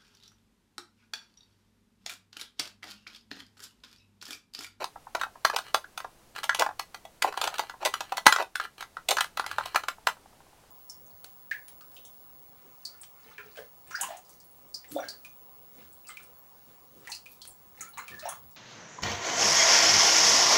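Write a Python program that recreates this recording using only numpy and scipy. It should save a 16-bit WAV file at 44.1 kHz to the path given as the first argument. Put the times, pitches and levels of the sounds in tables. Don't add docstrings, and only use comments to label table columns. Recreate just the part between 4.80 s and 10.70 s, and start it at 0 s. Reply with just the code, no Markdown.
import sys
import numpy as np
from scipy import signal
from scipy.fft import rfft, irfft
from scipy.io import wavfile
from scipy.ndimage import uniform_filter1d

SR = 44100
rng = np.random.default_rng(int(sys.argv[2]) if len(sys.argv) > 2 else 0)


def digitize_waveform(pressure):
    field = np.atleast_2d(pressure).T
    bounded = np.clip(field, -1, 1)
    quanta = np.round(bounded * 32767).astype(np.int16)
    wavfile.write(sys.argv[1], SR, quanta)


N = 260410
T = np.arange(SR // 4) / SR

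# frequency [Hz], relative level [dB].
RADIATION = [(150, -31), (330, -3.5), (540, -2), (780, 2.5), (1150, -4.5), (1600, 2), (2050, -4.5),
             (2600, -2.5), (3900, 0), (5600, -5), (9500, -10.5), (15500, -12.5)]


def gain_of(db):
    return 10 ** (np.asarray(db) / 20)


def read(points, hz):
    f, value = np.transpose(points)
    return np.interp(np.log(hz + 1), np.log(f + 1), value)


def evened(x):
    return x / np.sqrt(np.mean(x ** 2) + 1e-20)


def one_hit(x):
    return x / np.sqrt(np.sum(x ** 2) / (.007 * SR) + 1e-20)


def add(mix, s, sound):
    part = mix[max(round(s * SR), 0):][:len(sound)]
    part += sound[:len(part)]


def coloured(x, db_at):
    hz = np.fft.rfftfreq(len(x), 1 / SR)
    return irfft(rfft(x) * gain_of(db_at(hz)), len(x))


def hiss(level_db=-59.5):
    # frequency [Hz], relative density [dB].
    hiss_colour = [(20, -1), (110, -5.5), (350, -10), (750, -9.5), (1700, -17.5), (4000, -20.5),
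                   (11000, -23.5), (16000, -29)]
    noise = coloured(rng.standard_normal(N), lambda hz: read(hiss_colour, hz))
    return gain_of(level_db) * evened(noise)


def friction(strokes, slips_per_s, smooth_share, slope_db_per_octave):
    def rub_db(hz):
        tilt_db = slope_db_per_octave * np.log2(np.maximum(hz / 1000, 1))
        low_cut_db = -20 * np.log10(1 + (350 / (hz + 1)) ** 2)
        return read(RADIATION, hz) + tilt_db + low_cut_db

    slips = rng.uniform(-1.1, 1, N) * ((rng.random(N) < slips_per_s / SR) + smooth_share)
    grain = rng.standard_normal(len(T)) * gain_of(-60 * T / 0.011)
    run = coloured(signal.fftconvolve(slips, grain)[:N], rub_db)
    out = np.zeros(N)
    for start, end, db in strokes:
        length = max(round((end - start) * SR), 64)
        part = run[max(round(start * SR), 0):][:length]
        add(out, start, gain_of(db) * evened(part * signal.windows.tukey(len(part), .5)))
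    return out


def scrapes():
    # start [s], end [s], level [dB].
    scrape_strokes = [(0, .04, -37), (.734, .752, -34), (1.787, 1.824, -27.5), (2.428, 2.503, -36),
                      (2.616, 2.695, -39.5), (3.0, 3.055, -43.5), (3.052, 3.082, -27), (3.587, 3.63, -26.5),
                      (4.29, 4.338, -32.5)]
    return friction(scrape_strokes, slips_per_s=1000, smooth_share=0.055, slope_db_per_octave=-5)


def cluster(lo_hz, hi_hz, centre_hz, octaves, t60_s, rise_s, uneven_db, count):
    t = T[:SR // 25]
    hz = lo_hz * (hi_hz / lo_hz) ** ((np.arange(count) + rng.random(count)) / count)
    off_centre = np.log2(hz / centre_hz) / octaves
    focus_db = -20 * np.log10(1 + off_centre ** 2)
    db = read(RADIATION, hz) + focus_db + uneven_db * rng.standard_normal(count)
    waves = np.sin(2 * np.pi * (hz[:, None] * t + rng.random((count, 1))))
    envelope = gain_of(-60 * t / t60_s) * (1 - np.exp(-t / rise_s))
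    return one_hit(gain_of(db) @ waves * envelope)


def knock(pitch_hz, middle_hz=1100, widest_octaves=0.47, narrowing_octaves=0.6, cycles=25):
    octaves = widest_octaves / (1 + (np.log2(pitch_hz / middle_hz) / narrowing_octaves) ** 2)
    return cluster(251.5, 1927, pitch_hz, octaves, t60_s=cycles / pitch_hz, rise_s=0.0033, uneven_db=1.0, count=15)


def hard_shell(click_db, tick_under_db=9, tick_growth=0.22):
    click = cluster(1992, 6000, 3200, octaves=5.6, t60_s=0.023, rise_s=0.0011, uneven_db=4.5, count=26)
    tick = cluster(6000, 16000, 6800, octaves=2.7, t60_s=0.029, rise_s=0.0006, uneven_db=5.0, count=44)
    tick_db = click_db - tick_under_db + tick_growth * click_db
    return gain_of(click_db - 2.54) * click + gain_of(tick_db) * tick


def contacts_of(hits, lead_db=-20, lead_s=0.0027, chatter_db=-13, chatter_s=0.0056, chatter_loss_db=5, count=3):
    out = np.zeros(N)
    for s, db, pitch_hz, click_db in hits:
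        shell = hard_shell(click_db)
        add(out, s, gain_of(db) * (knock(pitch_hz) + shell))
        add(out, s - lead_s, gain_of(db + lead_db) * shell)
        lags_s = np.cumsum(chatter_s * rng.uniform(0.36, 2.4, count))
        for k, lag_s in enumerate(lags_s):
            add(out, s + lag_s, gain_of(db + chatter_db - k * chatter_loss_db) * shell)
    return out


def organiser(x, ring_db=-55, t60_s=0.14):
    # ring mode [Hz], relative level [dB].
    wall_modes = [(802, -7), (936, -17.5), (1049, 0), (1379, -1.5), (1658, -1), (1984, 14.5), (2548, 2),
                  (2973, -5.5), (3303, -18.5), (4144, -10), (6330, 3), (7170, -2)]
    ring = sum(gain_of(db) * np.cos(2 * np.pi * hz * T) for hz, db in wall_modes)
    ring = ring * gain_of(-60 * T / t60_s)
    return gain_of(ring_db) * signal.fftconvolve(x, ring)[:N]


def room(x, gap_s=0.0065, build_s=0.0029, count=6, patterns_per_s=10):
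    # frequency [Hz], t60 [s], level [dB].
    echo_table = np.array([(200, 0.16, -8), (800, .13, -10), (1980, 0.13, -8), (5000, 0.16, -12),
                           (13180, 0.16, -7.5)])
    out = np.zeros(N)
    place = np.arange(N) / SR * patterns_per_s
    for k in range(count):
        echoes = rng.standard_normal(len(T)) * np.clip((T - gap_s) / build_s, 0, 1)
        hz, age_s, z = signal.stft(echoes, SR, nperseg=128)
        z = z * gain_of(-60 * age_s / read(echo_table[:, :2], hz)[:, None])
        levelled = z * gain_of(read(echo_table[:, ::2], hz))[:, None]
        tail = signal.istft(levelled, SR)[1] / np.linalg.norm(signal.istft(z, SR)[1])
        share = np.sqrt(np.maximum(1 - abs((place - k + 1) % count - 1), 0))
        out += signal.oaconvolve(x * share, tail)[:N]
    return out


def rocking(pitch_hz=950, swing_shrink=.924, swing_loss_db=1.5, limp_db=24.5):
    # start [s], end [s], first swing before limp [s], level before limp [dB], limp [0-1].
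    rocks = [(.158, .58, .111, -39.5, 0), (2.725, 2.97, .111, -40.5, 0), (5.181, 5.87, .097, -48, .07)]
    out = np.zeros(N)
    for s, end, swing_s, db, limp in rocks:
        for k in range(10):
            lean = limp * (-1) ** k
            tap = gain_of(db - k * swing_loss_db - lean * limp_db) * knock(pitch_hz)
            add(out, s, tap * (s < end))
            s += swing_s * swing_shrink ** k * (1 + lean)
    return out


def bounces(rebound=.66, dulling_db=5):
    # first hit [s],
    # knock level [dB], knock pitch [Hz], nominal click over knock [dB], first gap [s],
    # loss per repeat [dB], repeats [count].
    repeated_knocks = [(0.3493, -24.5, 1030, -6, 0.024, 28, 1), (0.4131, -27, 1285, -6, 0.021, 0, 1),
                       (.6494, -15.5, 1214, -4, 0.049, 10.5, 2), (0.762, -25.5, 1080, 2, 0.024, 5, 1),
                       (1.176, -34, 1180, 0.5, 0.026, 4.5, 1), (1.6938, -18.5, 1540, -9, 0.036, 16.5, 1),
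                       (1.8208, -17.5, 1030, -10, .0415, 7.5, 3),
                       (2.5247, -37.5, 1200, -6.5, 0.015, 0.5, 1),
                       (2.6398, -29.5, 1030, 2.5, 0.034, -3.5, 1), (3.524, -12, 1275, -1.5, .0367, 5.5, 3),
                       (3.7988, -23, 1460, -11, 0.052, 10.5, 1), (4.0071, -37.5, 1260, 1, .0183, -2.5, 1),
                       (4.3687, -25, 1280, -3, .016, -2.5, 1), (4.4069, -23.5, 1250, 2, 0.036, 10, 1),
                       (4.5956, -23.5, 1290, -8, .046, 12, 1), (4.7832, -22, 1190, -12, 0.024, 9.5, 1),
                       (5.27, -18.5, 1190, -3.5, 0.016, 10, 1)]
    hits = []
    for s, db, pitch_hz, click_db, gap_s, loss_db, count in repeated_knocks:
        for k in range(round(count) + 1):
            hits.append((s, db - k * loss_db, pitch_hz, click_db - k * dulling_db))
            s += gap_s * rebound ** k
    return hits


def jostles():
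    # start [s], end [s], level [dB].
    jostle_strokes = [(.39, .42, -46.5), (.83, .925, -52.5), (1.545, 1.62, -43.5), (2.5, 2.92, -49.5),
                      (2.99, 3.46, -57), (3.79, 3.87, -42.5), (3.975, 4.03, -49), (4.6, 5.06, -51)]
    return friction(jostle_strokes, slips_per_s=130, smooth_share=0.044, slope_db_per_octave=-3.5)


def thud(drop_s=3.466):
    # floor mode [Hz], level [dB], t60 [s].
    floor_modes = [(85, -31.5, 0.054), (300, -24.5, 0.013), (561.6, -19, 0.024)]
    out = np.zeros(N)
    push = sum(gain_of(db - 60 * T / t60_s) * np.sin(2 * np.pi * hz * T) for hz, db, t60_s in floor_modes)
    add(out, drop_s, push)
    return out


def rumble(centre_hz=90, width_hz=35):
    # start [s], end [s], level at the top of the swell [dB].
    start, end, db = (4.62, 5.04, -59.5)
    low = coloured(rng.standard_normal(N), lambda hz: -20 * np.log10(1 + ((hz - centre_hz) / width_hz) ** 2))
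    swell = np.sin(np.pi * np.clip((np.arange(N) / SR - start) / (end - start), 0, 1))
    return gain_of(db) * evened(low) * swell


def scene():
    # time [s], knock level [dB], knock pitch [Hz], nominal click over knock [dB].
    knocks = [(.0415, -30, 1040, -2), (.9442, -18, 1080, -3), (1.0423, -41, 1500, -15),
              (1.245, -33.5, 970, -18), (1.561, -38, 1350, -2), (1.6321, -35, 1380, -1),
              (1.6396, -34.5, 960, 4.5), (1.7466, -32, 1070, 5.5), (1.7945, -37, 1280, 14.5),
              (1.9945, -30.5, 1110, 0.5), (2.1448, -39.5, 1170, 0.5), (2.2515, -42, 770, -5),
              (2.4225, -26.5, 1280, 5.5), (2.4447, -18.5, 890, -32), (2.5738, -27.5, 1000, -5),
              (2.614, -27, 1120, 1.5), (2.7405, -37, 1120, -1), (2.7826, -37, 1180, 4),
              (2.7932, -23, 920, -5), (2.896, -36.5, 1240, -4.5), (3.0282, -31.5, 850, -12),
              (3.05, -36, 1140, 12), (3.0582, -33.5, 1000, 9.5), (3.139, -26.5, 1260, -2.5),
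              (3.206, -30.5, 950, -1), (3.3209, -25, 930, -10.5), (3.3702, -37, 1300, 6.5),
              (3.379, -28, 1100, -3.5), (3.4573, -28.5, 940, -3), (3.4654, -0.5, 1260, -3.5),
              (3.6237, -27, 1010, -6), (3.7551, -23.5, 1490, -3.5), (4.1684, -32, 1300, -16),
              (4.2871, -29.5, 870, 9.5), (4.3079, -35, 960, 14), (4.3135, -24.5, 1010, 0),
              (4.5721, -30, 1170, -2), (4.663, -35, 1140, 1.5), (4.7129, -32, 1400, -4.5),
              (4.857, -35.5, 1010, 0), (4.946, -26, 1120, -8), (4.9584, -18, 1230, -4.5),
              (5.0356, -36, 1130, -4.5), (5.0838, -26, 1246, -2.5)]
    hits = contacts_of(knocks + bounces())
    contacts = hits + scrapes() + jostles() + rocking() + thud()
    return (contacts + organiser(contacts) + room(contacts) + rumble() + hiss())[None]


def record(dry, ceiling=.77, edge_hz=16100):
    # threshold [dB], share of the excess taken off [0-1], recovery [dB per s].
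    threshold_db, squeeze, recovery_db_per_s = (-8, 0.56, 12.8)
    power_db = 10 * np.log10(abs(uniform_filter1d(dry[0] ** 2, size=256)) + 1e-12)
    fall_db = np.arange(N) / SR * recovery_db_per_s
    held_db = np.maximum.accumulate(power_db + fall_db) - fall_db
    over_db = np.maximum(held_db - threshold_db, 0)
    ducked = dry / gain_of(squeeze * uniform_filter1d(over_db, size=600))
    rounded = ducked / (1 + (ducked / ceiling) ** 8) ** (1 / 8)
    low_pass = signal.firwin(511, edge_hz, window=("kaiser", 9), fs=SR)
    return signal.oaconvolve(rounded, low_pass[None], "same")


dry = scene()
out = record(dry)
digitize_waveform(out)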